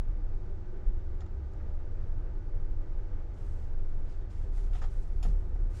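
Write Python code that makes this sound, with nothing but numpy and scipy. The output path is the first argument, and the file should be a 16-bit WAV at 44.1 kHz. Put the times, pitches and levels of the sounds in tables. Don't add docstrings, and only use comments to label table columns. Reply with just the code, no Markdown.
import sys
import numpy as np
from scipy import signal
from scipy.fft import rfft, irfft
from scipy.io import wavfile
from scipy.ndimage import uniform_filter1d

SR = 44100
rng = np.random.default_rng(int(sys.argv[2]) if len(sys.argv) > 2 else 0)


def to_wav(sig):
    pcm = np.clip(np.atleast_2d(sig), -1, 1) * 32767
    pcm = np.round(pcm).astype(np.int16)
    wavfile.write(sys.argv[1], SR, pcm.T)


N = 255780
TIME_S = np.arange(N) / SR
FREQ_HZ = np.maximum(np.fft.rfftfreq(N, 1 / SR), 1)

CYCLE_HZ, BOOM_ORDER = 7.5, 9
ROAR_DB, WASH_DB = -53, -78.5
EDDY_DB, EDDY_HZ = 1, 3.1
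CONTACT_RISE_S, STROKE_RELEASE_S = 0.0006, 0.057
LOWPASS_HZ = 15700

# (multiple of cycle, level/dB)
FIRING_ORDERS = [(6, -52), (12, -48.5), (14, -54.5), (16, -72.5), (18, -67), (20, -68.5), (24, -65.5),
                 (34, -79), (36, -74.5), (40, -69.5), (41, -73), (46, -76), (51, -75.5), (52, -70),
                 (53, -72), (60, -75.5), (62, -72), (80, -83.5), (89, -79), (130, -82.5)]
# (t/s, level/dB)
BOOM_ENVELOPE = [(0, -50.5), (.9, -51.5), (1.35, -39.5), (2.6, -51), (4, -47.5), (4.4, -41.5), (4.9, -44.5),
                 (5.8, -42)]
# (f/Hz, level/dB)
BENDING_MODES = [(18.6, -28.5), (23.5, -39.5), (30, -39.5)]
# (t/s, level/dB)
SHUDDER_ENVELOPE = [(0, 11), (.1, -2.5), (.33, -1.5), (.45, -6.5), (.75, -6.5), (1.15, -5), (1.5, -14),
                    (1.7, -3), (1.95, -6), (2.22, -0.5), (2.37, -10.5), (2.55, -1.5), (3.12, -3),
                    (3.3, -13), (3.55, -8), (3.8, 0), (4.25, -3.5), (5.8, -8.5)]
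# (f/Hz, level/dB)
ROAR_SPECTRUM = [(70, 0.5), (110, -0.5), (200, -9.5), (270, -10.5), (350, -14), (440, -13), (560, -13),
                 (1050, -23), (1900, -26.5), (2500, -33.5), (3300, -41), (6000, -59)]
# (f/Hz, level/dB)
HUM_LINES = [(310.2, -66.5), (498, -76.5), (583.6, -80), (591, -71.5), (755, -81), (823.8, -74.5),
             (983, -89.5), (1183, -83), (1218.5, -88), (1533, -86.5), (2180, -90.5), (3642, -96),
             (3843, -98)]
# (f/Hz, width/Hz, level/dB)
WHISTLE_BANDS = [(4410, 89, -96.5), (4800, 46, -99), (5670, 60, -95.5)]
# (t/s, level/dB)
PUMP_ENVELOPE = [(0, -80), (.45, -57.5), (1.35, -62.5), (1.7, -69.5), (2.6, -65), (3.3, -64.5),
                 (3.9, -67.5), (5.8, -63.5)]
# (f/Hz, width/Hz, level/dB)
PLATING_MODES = [(55.4, 16.2, -47.5), (96.6, 4.1, -55.5), (131.6, 23, -70.5), (210, 14, -66),
                 (307.6, 5.8, -69), (327.3, 8.8, -72), (343.8, 4.6, -66.5), (384.3, 5, -70.5),
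                 (395.4, 6.3, -65.5), (493, 22, -68), (670, 81, -83), (864, 66, -72.5), (1215.5, 35, -76.5),
                 (1305, 37, -80.5), (1507, 61, -76.5)]
# (t/s, level/dB)
CASING_ENVELOPE = [(0, 0.5), (.7, 0), (1.3, 0.2), (1.7, 0.5), (2.3, 1.2), (2.6, 0.3), (3.1, 0.3),
                   (3.5, -0.5), (4.3, -2.1), (5.8, 1)]
# (f/Hz, level/dB)
WASH_SPECTRUM = [(500, -10), (2000, 0), (4700, 0), (6500, -3), (9000, -13), (11500, -19), (13000, -25),
                 (16000, -30)]
# (f/Hz, level/dB)
BUFFET_SPECTRUM = [(14, -26), (22, 8), (28, 12.5), (35, 13), (43, -4), (58, -7), (100, -20), (160, -27),
                   (400, -54.5)]
# (t/s, level/dB)
GUST_ENVELOPE = [(0, -29), (.8, -55), (.87, -24.5), (.92, -29.5), (1.02, -45.5), (2.4, -36.5), (2.75, -36),
                 (3.3, -36.5), (4.3, -39.5), (4.48, -33), (4.8, -28.5), (5.18, -34), (5.31, -21),
                 (5.46, -35), (5.66, -25.5), (5.8, -43.5)]
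# (t/s, body/dB, click/dB, snap/dB, tick/dB, t60/s)
SHOE_CONTACTS = [(1.152, -72, -85, -83, -80, .027), (1.206, -54, -58, -57.5, -84, 0.032),
                 (1.216, -53, -81.5, -71, -88, 0.097), (1.262, -56, -67, -72, -91, 0.044),
                 (1.534, -69, -83, -70, -77, 0.035), (3.339, -70, -79, -75, -90, 0.083),
                 (3.372, -65, -72, -79, -90, .08), (3.792, -63, -86, -86, -97, 0.11),
                 (4.21, -64, -73, -81, -93, .14), (4.306, -68, -74, -74, -93, .15),
                 (4.579, -54.5, -77, -72, -80, 0.086), (4.729, -53, -62, -69, -81, 0.1),
                 (4.749, -54, -63, -81, -83, 0.11), (4.756, -51.5, -62, -66, -74, 0.055),
                 (4.8166, -46, -63, -62, -78, 0.18), (4.839, -52, -62, -68, -80, 0.039),
                 (4.846, -49, -76, -72, -83, 0.025), (5.2275, -48, -51.5, -51.5, -58.5, 0.11),
                 (5.25, -40.5, -68, -74, -72, 0.027), (5.257, -47.5, -67, -70, -78, 0.068),
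                 (5.285, -69, -70, -65, -83, 0.055), (5.5582, -50, -83, -84, -93, 0.054)]
# (f/Hz, width/Hz, level/dB)
BODY_MODES = [(490, 75, -5), (750, 58, 3), (850, 210, -5.5), (1262, 180, -2), (1880, 290, -6.5)]
# (f/Hz, width/Hz, level/dB)
CLICK_MODES = [(2660, 340, 2.5), (3270, 190, 1.5), (3660, 180, -1)]
# (f/Hz, width/Hz, level/dB)
SNAP_MODES = [(4350, 290, -1), (4830, 420, 0.5), (5220, 180, 2.5), (5580, 240, -1), (6500, 330, 1.5),
              (7060, 260, 4)]
# (f/Hz, width/Hz, level/dB)
TICK_MODES = [(8500, 2000, -1.5), (10300, 260, -8), (11000, 250, 1), (12500, 600, -6.5)]
# (f/Hz, level/dB)
CLOTH_SPECTRUM = [(300, -32.5), (1000, 6.5), (2000, 2), (3500, -1.5), (5000, -1.5), (7200, -1.5),
                  (9000, -4.5), (11000, -11), (13000, -15.5), (15500, -23)]
# (t/s, rise/s, length/s, level/dB, treble/dB, decay/(dB/s))
CLOTH_STROKES = [(3.31, 0.13, 0.33, -69.5, -0.5, 13), (3.7, 0.22, 0.27, -77, -6, 4),
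                 (4.035, 0.065, 0.11, -69, -12, 5), (4.298, 0.0054, 0.15, -68, -5.5, 23),
                 (4.511, 0.057, 0.14, -64.5, -1, 27), (4.709, .04, .14, -64.5, -9, -1),
                 (4.884, 0.037, 0.17, -72.5, 4, 7), (5.112, .03, 0.15, -79, -2, -7),
                 (5.23, 0.045, 0.058, -67.5, -1, 4), (5.36, 0.047, 0.26, -84, 3, 0),
                 (5.686, 0.09, .15, -62, -0.5, -3)]
# (t/s, level/dB)
FOOTFALLS = [(4.812, -55), (5.237, -57), (5.251, -37.5), (5.28, -43.5)]
# (f/Hz, level/dB, t60/s)
DECK_MODES = [(108, -16, 0.33), (150.4, 1.5, 0.24), (179.4, 1.5, .2), (209, 0, 0.13), (266, -11.5, 0.15),
              (459, -1, 0.073), (620, -8.5, 0.072)]


def undb(db):
    return 10 ** (np.asarray(db) / 20)


def unit(x):
    return x / np.sqrt(np.mean(x ** 2))


def curve_db(table):
    return np.interp(TIME_S, *np.transpose(table))


def noise():
    return rng.standard_normal(N)


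def colour(x, spectrum):
    hz, db = np.transpose(spectrum)
    skirt = np.minimum(hz[-1] / FREQ_HZ, 1) ** 3
    gain = undb(np.interp(np.log(FREQ_HZ), np.log(hz), db))
    return unit(irfft(rfft(x) * skirt * gain, N))


def resonate(x, hz, width_hz):
    detuning = (FREQ_HZ / hz - hz / FREQ_HZ) * hz / (2 * width_hz)
    return unit(irfft(rfft(x) / (1 + 1j * detuning) ** 2, N))


def drift(rate_hz):
    return unit(irfft(rfft(noise()) * np.exp(-(FREQ_HZ / rate_hz) ** 2), N))


def flatten(x, window_s):
    power = uniform_filter1d(x ** 2, int(window_s * SR))
    return unit(x / np.sqrt(power + 1e-9))


def tone(cycles, waver, rate_hz):
    carrier = np.exp(2j * np.pi * (cycles + rng.random()))
    path = 1 + waver * (drift(rate_hz) + 1j * drift(rate_hz))
    return unit((carrier * path).real)


def engine(cycles):
    drone = sum(undb(db) * tone(order * cycles, waver=0.31, rate_hz=4) for order, db in FIRING_ORDERS)
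    boom = tone(BOOM_ORDER * cycles, waver=0.49, rate_hz=5.5)
    return drone + undb(curve_db(BOOM_ENVELOPE)) * boom


def shudder():
    bending = sum(undb(db) * tone(hz * TIME_S, waver=0.34, rate_hz=1) for hz, db in BENDING_MODES)
    return undb(curve_db(SHUDDER_ENVELOPE)) * bending


def clatter(cycles, repeat_share):
    pattern = rng.standard_normal(int(SR / CYCLE_HZ))
    repeating = pattern[(cycles % 1 * len(pattern)).astype(int)]
    return np.sqrt(repeat_share) * repeating + np.sqrt(1 - repeat_share) * noise()


def roar(cycles):
    return undb(ROAR_DB + drift(16)) * colour(clatter(cycles, repeat_share=0.28), ROAR_SPECTRUM)


def machinery(pump_hz=362.4):
    hum = sum(undb(db) * tone(hz * TIME_S, waver=0.48, rate_hz=2.7) for hz, db in HUM_LINES)
    whistles = ringing(WHISTLE_BANDS)
    pump = undb(curve_db(PUMP_ENVELOPE)) * tone(pump_hz * TIME_S, waver=0.23, rate_hz=7.5)
    return hum + whistles + pump


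def ringing(modes):
    return sum(undb(db) * resonate(noise(), hz, width_hz) for hz, width_hz, db in modes)


def plating(cycles):
    return sum(undb(db + 1.2 * drift(11)) * resonate(clatter(cycles, repeat_share=0.15), hz, width_hz)
               for hz, width_hz, db in PLATING_MODES)


def river():
    hiss = noise()
    lags = rng.integers(SR // 500, SR // 40, size=8)
    echoes = sum(np.roll(hiss, lag) for lag in lags)
    return undb(WASH_DB + 0.5 * drift(4.5)) * colour(hiss + 0.13 * echoes, WASH_SPECTRUM)


def wind():
    gust_db = curve_db(GUST_ENVELOPE) + EDDY_DB * drift(EDDY_HZ)
    return undb(gust_db) * flatten(colour(noise(), BUFFET_SPECTRUM), window_s=0.088)


def impact(start_s, t60_s, rise_s):
    age_s = np.maximum(TIME_S - start_s, 0)
    return (1 - np.exp(-age_s / rise_s)) * np.exp(-np.log(1000) * age_s / t60_s)


def shoes():
    body, click, snap, tick = (flatten(unit(ringing(modes)), window_s=0.007)
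                               for modes in (BODY_MODES, CLICK_MODES, SNAP_MODES, TICK_MODES))
    grit = unit(undb(drift(500)))
    knocks = np.zeros(N)
    for start_s, body_db, click_db, snap_db, tick_db, t60_s in SHOE_CONTACTS:
        rings = undb(click_db) * click + undb(snap_db) * snap + undb(tick_db) * tick
        knocks += impact(start_s, t60_s, CONTACT_RISE_S) * (undb(body_db) * body + grit * rings)
    return knocks


def stroke(start_s, rise_s, length_s, decay_db_per_s):
    age_s = np.maximum(TIME_S - start_s, 0)
    release = np.exp(-np.maximum(age_s - length_s, 0) / STROKE_RELEASE_S)
    return np.minimum(age_s / rise_s, 1) * undb(-decay_db_per_s * age_s) * release


def jacket(shelf_hz=7040):
    grains = noise() * undb(2 * drift(900) + drift(70))
    slips = colour(grains, CLOTH_SPECTRUM)
    treble = irfft(rfft(slips) / (1 + (shelf_hz / FREQ_HZ) ** 4), N)
    rustle = np.zeros(N)
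    for start_s, rise_s, length_s, db, treble_db, decay_db_per_s in CLOTH_STROKES:
        friction = slips + (undb(treble_db) - 1) * treble
        rustle += undb(db) * stroke(start_s, rise_s, length_s, decay_db_per_s) * friction
    return rustle


def deck():
    thuds = np.zeros(N)
    for start_s, db in FOOTFALLS:
        for hz, mode_db, t60_s in DECK_MODES:
            detuned_hz = hz * (1 + 0.029 * rng.standard_normal())
            ring = np.sin(2 * np.pi * detuned_hz * (TIME_S - start_s))
            thuds += undb(db + mode_db) * impact(start_s, t60_s, rise_s=0.0062) * ring
    return thuds


def scene():
    cycles = np.cumsum(CYCLE_HZ * (1 + 0.0007 * drift(1))) / SR
    ferry = engine(cycles) + shudder() + roar(cycles)
    casing = undb(curve_db(CASING_ENVELOPE)) * (machinery() + plating(cycles))
    return (ferry + casing + river() + wind() + shoes() + jacket() + deck())[None]


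def record(dry):
    return signal.sosfilt(signal.ellip(8, 0.2, 70, LOWPASS_HZ, fs=SR, output="sos"), dry)


dry = scene()
out = record(dry)
to_wav(out)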